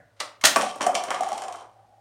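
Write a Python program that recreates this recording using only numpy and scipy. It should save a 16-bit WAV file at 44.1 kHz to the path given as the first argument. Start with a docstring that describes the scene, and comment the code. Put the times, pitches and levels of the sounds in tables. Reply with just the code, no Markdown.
"""Toy crossbow and paper cups

A plastic toy crossbow is cocked and fired at a stack of paper cups in a small room with a hard floor.
Filtered noise bursts excite the frame and cup walls; decaying sines give string twangs and hollow cup notes.
Rough contact shakes the rolling cups and the floor boards, and scrapes what slides.
Every blow gets a decaying noise tail from the room; a faint hum, hiss and fading sound lie under all."""
import sys
import numpy as np
from scipy import signal
from scipy.fft import rfft, irfft, next_fast_len
from scipy.io import wavfile
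from scipy.ndimage import map_coordinates

SR = 44100
rng = np.random.default_rng(int(sys.argv[2]) if len(sys.argv) > 2 else 0)


def generate_wav(signal):
    """Clip the signal to [-1, 1] and save it as 16-bit WAV at the path in sys.argv[1]."""
    frames = np.transpose(np.atleast_2d(signal))
    scaled = np.clip(frames, -1, 1) * 32767
    pcm = np.round(scaled).astype(np.int16)
    wavfile.write(sys.argv[1], SR, pcm)


N = 88332
SPAN = SR // 16  # samples held by one blow before the room answers
BOW_WET_DB = -3.5  # energy of the room's answer relative to a blow of the bow or catch

# Modes of a cup's paper wall: f/Hz, width/Hz, gain/dB
CUP_WALL = [(1142.5, 60, 7), (1790, 30, 6), (2113, 23, -0.5), (2493, 42, 6), (3106, 120, 4),
            (4940, 120, 5.5), (5690, 210, 0)]


def amp(db):
    """Level law: decibels to amplitude gain."""
    return 10 ** (np.asarray(db) / 20)


def unit(x):
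    """Normalisation: each row at rms 1."""
    return x / np.sqrt(np.mean(x ** 2, axis=-1, keepdims=True) + 1e-20)


def energy(x):
    """Energy norm: root of the summed squares of each row."""
    return np.linalg.norm(x, axis=-1, keepdims=True) + 1e-20


def along(points, hz):
    """Logarithmic interpolation: (Hz, value) points joined on a log frequency axis."""
    f, v = np.transpose(points)
    return np.interp(np.log(hz + 1), np.log(f + 1), v)


def curve(rows):
    """Amplitude envelope: gain per sample from (s, dB) rows, down to -120 dB outside them."""
    s, db = np.transpose(rows)
    return amp(np.interp(np.arange(N) / SR, s, db, left=-120, right=-120))


def filtered(x, response):
    """Linear filtering: the spectrum of x times a complex response of frequency."""
    m = next_fast_len(x.shape[-1] + SR // 4)
    spectrum = rfft(x, m) * response(np.fft.rfftfreq(m, 1 / SR))
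    return irfft(spectrum, m)[..., :x.shape[-1]]


def noise(spectrum, size):
    """Spectral shaping: white noise coloured by a curve, at rms 1."""
    return unit(filtered(rng.standard_normal(size), lambda hz: amp(along(spectrum, hz))))


def resonances(peaks):
    """Modal superposition: damped second-order resonators of alternating sign, causal."""
    def response(f):
        total = 0
        for k, (centre, width, db) in enumerate(peaks):
            damping = 1j * f * width
            total = total + (-1) ** k * amp(db) * damping / (centre * centre - f * f + damping)
        return total
    return response


def ringing(x, peaks):
    """Forced vibration: x together with the resonances that it excites."""
    return x + filtered(x, resonances(peaks))


def wobble(rate):
    """Random modulation: a smooth curve through random knots, rate knots a second."""
    knots = rng.standard_normal(int(N * rate / SR) + 4)
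    return map_coordinates(knots, [np.arange(N) * rate / SR])


def even(puff, count):
    """Spectral evening: noise under an envelope, its spectrum's levels halved in dB to soften chance peaks."""
    z = rfft(puff * rng.standard_normal((count, SPAN)))
    return irfft(z / np.sqrt(np.abs(z) + 1e-12), SPAN) * (puff > 1e-2)


def burst(spectrum, count, rise_s, fall_s, tilt_db=0):
    """Impact noise: short puffs, one a row, through a minimum-phase (causal) colour filter."""
    t, hz = np.arange(SPAN) / SR, np.fft.rfftfreq(2 * SPAN, 1 / SR)
    rise = 1 - np.exp(-(t / np.maximum(rise_s, 1e-4)) ** 2)
    puff = rise * np.exp(-t / np.maximum(fall_s, 1e-4))
    colour = amp(along(spectrum, hz) + tilt_db * np.log2((hz + 100) / 3000))
    low_cut = np.minimum(hz / spectrum[0][0], 1) ** 3
    gain = unit(colour * low_cut + 1e-6)
    # folding the cepstrum onto positive times makes the filter minimum-phase
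    cepstrum = irfft(np.log(gain))
    cepstrum[..., 1:SPAN] *= 2
    cepstrum[..., SPAN + 1:] = 0
    rows = irfft(rfft(even(puff, count), 2 * SPAN) * np.exp(rfft(cepstrum)))[:, :SPAN]
    return rows * energy(puff) / energy(rows)


def note(db, hz, rise_s, t60_s):
    """Damped oscillation: a sine that swells and dies exponentially, by 60 dB in t60_s."""
    t = np.arange(SPAN) / SR
    swell = 1 - np.exp(-(t / rise_s) ** 2)
    return amp(db - 60 * t / t60_s) * swell * np.sin(2 * np.pi * hz * t)


def in_room(times, blows, wet_db):
    """Reverberation: each blow is convolved with its own noise tail, decaying at a rate set by frequency."""
    # Reverberation time of the room: f/Hz, t60/s
    decay = [(150, 0.5), (600, 0.45), (1500, 0.39), (4000, 0.31), (10000, 0.25), (15000, 0.29)]
    build_up_s = 0.0035
    hz, t, z = signal.stft(rng.standard_normal((len(blows), SR // 2)), SR, nperseg=256)
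    tails = signal.istft(z * amp(-60 * t / along(decay, hz)[:, None]), SR, nperseg=256)[1]
    tails *= 1 - np.exp(-(np.arange(tails.shape[1]) / SR / build_up_s) ** 2)
    heard = signal.fftconvolve(blows, tails, axes=1)
    heard *= amp(wet_db) * energy(blows) / energy(heard)
    heard[:, :SPAN] += blows  # the direct sound
    out = np.zeros(N + SR)
    for s, row in zip(times, heard):
        out[round(s * SR):][:len(row)] += row
    return out[:N]


def crossbow():
    """Impulsive excitation: noise clicks ring the plastic frame; the slipping string gives damped sines."""
    # Trigger, snap and rattle of the shot: t/s, level/dB, rise/s, fall/s, brightness/(dB per octave)
    clicks = [(0.411, -35.5, 0.0013, 0.0083, 2), (0.4378, -5, 0.0012, 0.0051, -0.5),
              (0.447, -9, 0.00042, 0.0098, 0.34), (0.4518, 3, 0.0021, 0.0046, 3.5),
              (0.4693, -8, 0.0018, 0.004, 1), (0.481, -22.5, 0.0013, 0.0029, -4)]
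    # Colour of the clicks: f/Hz, level/dB (per Hz)
    click_colour = [(24, -60), (40, -36), (297, -9), (503, -14), (630, 0), (896, -4.5), (1210, -2.5),
                    (1850, -3.5), (2380, -7), (3220, -2), (8770, -12), (16000, -27.5)]
    # Modes of the plastic frame, before their common gain: f/Hz, width/Hz, gain/dB
    frame = [(1860, 160, -9), (3780, 300, -15), (4070, 47, -5.5), (6300, 27, -9.5), (6360, 570, -7),
             (8130, 29, -7)]
    # Short notes as the string slips: t/s, level/dB, f/Hz
    slips = [(.413, -35, 2150), (0.426, -37, 1100), (0.4342, -29, 1120)]
    frame_db = 7  # common gain of the frame modes
    s, db, rise, fall, tilt_db = np.transpose(clicks)[:, :, None]
    crack = amp(db) * burst(click_colour, len(s), rise, fall, tilt_db)
    blows = crack + amp(frame_db) * filtered(crack, resonances(frame))
    when, twang_db, hz = np.transpose(slips)[:, :, None]
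    twangs = note(twang_db, hz, rise_s=0.0011, t60_s=0.053)
    return in_room(np.vstack([s, when])[:, 0], np.vstack([blows, twangs]), BOW_WET_DB)


def landings():
    """Impact: a bright crack and a knock ring the cup wall, while a thud sounds the floor."""
    # Arrow and cups striking floor, wall and each other:
    # t/s, crack level/dB, knock level/dB, thud level/dB, crack brightness/(dB per octave), crack fall/s
    strikes = [(0.5595, -8, -9, -22.5, -3.5, 0.0027), (0.5662, -13.5, -11.5, -21, 16, 0.002),
               (0.585, -24, -20, -41, 3, 0.0024), (0.5954, -28, -30, -24.5, 11, 0.0021),
               (0.611, -12, -18.5, -51, -2, 0.0015), (0.619, -15.5, -35, -34, 0.1, 0.002),
               (0.7569, -39.5, -32.5, -34.5, 10, 0.0054), (0.8077, -21, -16, -24.5, -5, 0.0035),
               (0.816, -18.5, -22.5, -54, -3, 0.0035), (0.827, -21, -40, -24.5, -3.3, 0.0047),
               (0.84, -29, -25, -30.5, 0.5, 0.0025), (0.8644, -18.5, -19, -23, 3, 0.0038),
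               (0.944, -29.5, -42, -28, -0.5, 0.0074), (0.9508, -11, -23.5, -45, -3.6, 0.0031),
               (1.037, -19.5, -29, -42, 2.5, 0.0019), (1.083, -27.5, -36, -33.5, -11, 0.004),
               (1.1046, -16, -17, -37.5, -0.6, 0.002), (1.1128, -33, -14.5, -37, 3.5, 0.0011),
               (1.1434, -25, -26.5, -40, -3, 0.0033), (1.16, -27, -32, -57, -17.5, 0.0045),
               (1.207, -26.5, -33, -32, 3.5, 0.003), (1.233, -24.5, -24, -48, 3.5, 0.002),
               (1.287, -27.5, -28.5, -63, 5.5, 0.0023), (1.3177, -25.5, -34.5, -39.5, -2.5, 0.0018),
               (1.3284, -25, -50, -36.5, 0, 0.0022), (1.3765, -27, -39.5, -55, 3, 0.0019),
               (1.379, -28.5, -41, -68, -1.5, 0.0032), (1.4193, -24.5, -34.5, -43.5, -0.5, 0.0022),
               (1.4359, -30.5, -59.5, -42, -3, 0.0032), (1.4815, -30, -32.5, -51, -0.9, 0.0029),
               (1.5243, -28, -51, -56, 1, 0.0018), (1.557, -37, -59, -51, 0, 0.0028)]
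    # Colours of crack, knock and floor-board thud: f/Hz, level/dB (per Hz)
    crack_colour = [(1290, -13), (2200, -5.5), (3970, -7.5), (5130, -6), (7390, -3), (9330, -8),
                    (10700, -14.5), (16000, -33)]
    knock_colour = [(260, -32), (450, -14), (703, -4.5), (1140, -7), (2340, -14.5), (4550, -37),
                    (7700, -120)]
    thud_colour = [(80, -32.5), (209, -8), (296, -6), (362, -11), (600, 2.5), (780, -25), (1320, -120)]
    contact_s = 0.00094  # rise of a contact
    knock_s, thud_s = 0.0035, 0.0075  # decay constants of the puffs, to 1/e
    s, crack_db, knock_db, thud_db, tilt_db, crack_s = np.transpose(strikes)[:, :, None]
    crack = amp(crack_db) * burst(crack_colour, len(s), contact_s, crack_s, tilt_db)
    knock = amp(knock_db) * burst(knock_colour, len(s), contact_s, knock_s)
    thud = amp(thud_db) * burst(thud_colour, len(s), contact_s, thud_s)
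    return in_room(s[:, 0], ringing(crack + knock, CUP_WALL) + thud, wet_db=-2)


def hollow_notes():
    """Cavity resonance: the air in a struck or rocked cup sounds one short damped note."""
    # Cup notes, timed when the note has swelled: t/s, level/dB, f/Hz
    cup_notes = [(0.561, -9, 675), (0.57, -22, 636), (0.603, -33, 740), (0.616, -21, 643),
                 (0.632, -12, 754), (0.649, -21.5, 782), (0.669, -12.5, 754), (0.838, -18.5, 744),
                 (0.868, -2, 723), (0.883, -15, 624), (0.894, -8, 720), (0.905, -13.5, 733),
                 (0.945, -15, 614), (0.958, -12, 714), (0.974, -12.5, 724), (1.035, -16.5, 700),
                 (1.08, -21, 620), (1.106, -13, 746), (1.145, -19.5, 700), (1.209, -7.5, 714),
                 (1.223, -13.5, 772), (1.233, -17, 720), (1.267, -15.5, 784), (1.296, -22, 650),
                 (1.32, -10.5, 757), (1.33, -12, 773), (1.355, -22.5, 870), (1.3765, -17.5, 707),
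                 (1.421, -19.5, 745), (1.453, -19.5, 743), (1.484, -21, 743), (1.513, -21, 733)]
    rise_s, t60_s = 0.0033, 0.047
    s, db, hz = np.transpose(cup_notes)[:, :, None]
    return in_room(s[:, 0] - rise_s, note(db, hz, rise_s, t60_s), wet_db=-4.5)


def catch():
    """Impulsive excitation: the catch clicks home in noise bursts that ring its body."""
    # Clicks of the catch: t/s, level/dB, rise/s, fall/s, brightness/(dB per octave)
    clicks = [(0.164, -61, .001, 0.024, 2.3), (0.192, -44, 0.004, 0.012, 0.5), (.2, -10, 0.0043, 0.0046, 6),
              (0.208, -22.5, 0.0017, 0.0052, -1.5), (0.23, -25, .003, 0.0034, -3),
              (0.277, -32, 0.0018, 0.0019, 0)]
    # Colour of the clicks: f/Hz, level/dB (per Hz)
    click_colour = [(71, -69.5), (120, -44), (301, -11.5), (385, -20.5), (592, -7.5), (1120, -7.5),
                    (1720, -10), (4230, -12.5), (9400, -28.5), (16000, -56)]
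    # Modes of the catch's body: f/Hz, width/Hz, gain/dB
    body = [(591, 40, 0), (1170, 160, 10), (2030, 69, 5)]
    s, db, rise, fall, tilt_db = np.transpose(clicks)[:, :, None]
    click = amp(db) * burst(click_colour, len(s), rise, fall, tilt_db)
    return in_room(s[:, 0], ringing(click, body), BOW_WET_DB)


def rolling():
    """Roughness excitation: an uneven floor shakes rolling cups and boards, and scrapes what slides."""
    # Cups rolling and rocking: t/s, level/dB
    roll_level = [(0.5, -82), (0.612, -57), (0.888, -50), (1.018, -33.5), (1.336, -65), (1.436, -36),
                  (1.658, -52.5), (1.854, -59), (2.003, -57)]
    # Resonances of a rolling cup, passed twice: f/Hz, width/Hz, gain/dB (each pass)
    cup_modes = [(742, 92, -5.5), (839, 93, -4), (643.4, 170, -7)]
    # Cups and arrow sliding: t/s, level/dB
    skid_level = [(0.6, -36), (0.668, -36.5), (0.878, -63), (1.03, -48.5), (1.288, -44), (1.39, -47.5),
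                  (1.47, -55), (1.606, -51), (1.682, -69.5), (1.85, -82)]
    # Colour of the scrape: f/Hz, level/dB (per Hz)
    scrape_colour = [(1120, -19), (1900, -5.5), (3020, -3), (5490, -7), (9290, -9.5), (16000, -46.5)]
    # The floor under all that rolls: t/s, level/dB
    rumble_level = [(0.8, -37), (0.906, -30.5), (1.016, -39.5), (1.366, -39), (1.476, -39.5), (1.55, -42),
                    (1.62, -42.5), (1.74, -62), (1.9, -73)]
    # Colour of the boards: f/Hz, level/dB (per Hz)
    board_colour = [(88, -59.5), (150, -49.5), (375, -10), (519, -12.5), (761, -6.5), (1080, -3),
                    (1820, -23), (2400, -24), (3120, -54), (5280, -120)]
    bumps_per_s, bumps_db = 90, 2  # unevenness of the floor: knots/s, dB per unit of wobble
    grit_per_s, grit_db = 400, 2.5  # tiny irregular contacts of what slides: the same units

    def bumps():
        """Amplitude modulation: a fresh random profile of the floor."""
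        return amp(bumps_db * wobble(bumps_per_s))

    shaken = filtered(bumps() * rng.standard_normal(N), resonances(cup_modes))
    cups = unit(filtered(shaken, resonances(cup_modes))) * curve(roll_level)
    scrape = amp(grit_db * wobble(grit_per_s)) * noise(scrape_colour, N)
    sliding = unit(ringing(scrape, CUP_WALL)) * curve(skid_level)
    boards = unit(bumps() * noise(board_colour, N)) * curve(rumble_level)
    return cups + sliding + boards


def background():
    """Stationary noise and decay: hiss, a hum wavering in level and pitch, and an earlier sound dying."""
    # Colour of the hiss: f/Hz, level/dB (per Hz)
    hiss_colour = [(20, -30.5), (60, -11.5), (120, -21.5), (200, -18.5), (400, -20.5), (590, -6.5),
                   (800, -17), (1300, -19.5), (2500, -27), (4000, -28), (9000, -33.5), (16000, -40.5)]
    # Resonances of an earlier sound dying in the room: f/Hz, width/Hz, gain/dB
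    fading_modes = [(114.5, 40, -1), (606, 35, 4), (730, 60, -2.5), (1475, 27, 3), (1680, 120, -4),
                    (1980, 180, -8.5)]
    hiss_db, hum_db, fading_db = -64.5, -67.5, -50  # hiss rms, hum amplitude, fading sound at the start
    hum_hz, waver_hz, waver_db = 106.6, 5, 3.5  # mean pitch; Hz and dB per unit of wobble
    fading_t60_s = 0.39
    hiss = amp(hiss_db) * noise(hiss_colour, N)
    hum_phase = 2 * np.pi * np.cumsum(hum_hz + waver_hz * wobble(27)) / SR
    hum = amp(hum_db) * amp(waver_db * wobble(36)) * np.sin(hum_phase)
    decay = amp(fading_db - 60 * np.arange(N) / SR / fading_t60_s)
    fading = decay * unit(filtered(rng.standard_normal(N), resonances(fading_modes)))
    return hiss + hum + fading


def scene():
    """Superposition: all sources add at one microphone."""
    return (crossbow() + landings() + hollow_notes() + catch() + rolling() + background())[None]


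def record(dry):
    """Transducer response: microphone colour, soft saturation of the peaks, then a band limit."""
    # Frequency response of the microphone: f/Hz, gain/dB
    mic_response = [(20, -11), (70, 2), (8000, -4), (9400, -0.5), (10100, -6), (16000, -5)]
    ceiling, knee = .72, 6  # amplitude limit and sharpness of the soft overload
    top_hz = 15900
    x = filtered(dry, lambda hz: amp(along(mic_response, hz)))
    rounded = x / (1 + np.abs(x / ceiling) ** knee) ** (1 / knee)
    return filtered(rounded, lambda hz: hz < top_hz)


dry = scene()
out = record(dry)
generate_wav(out)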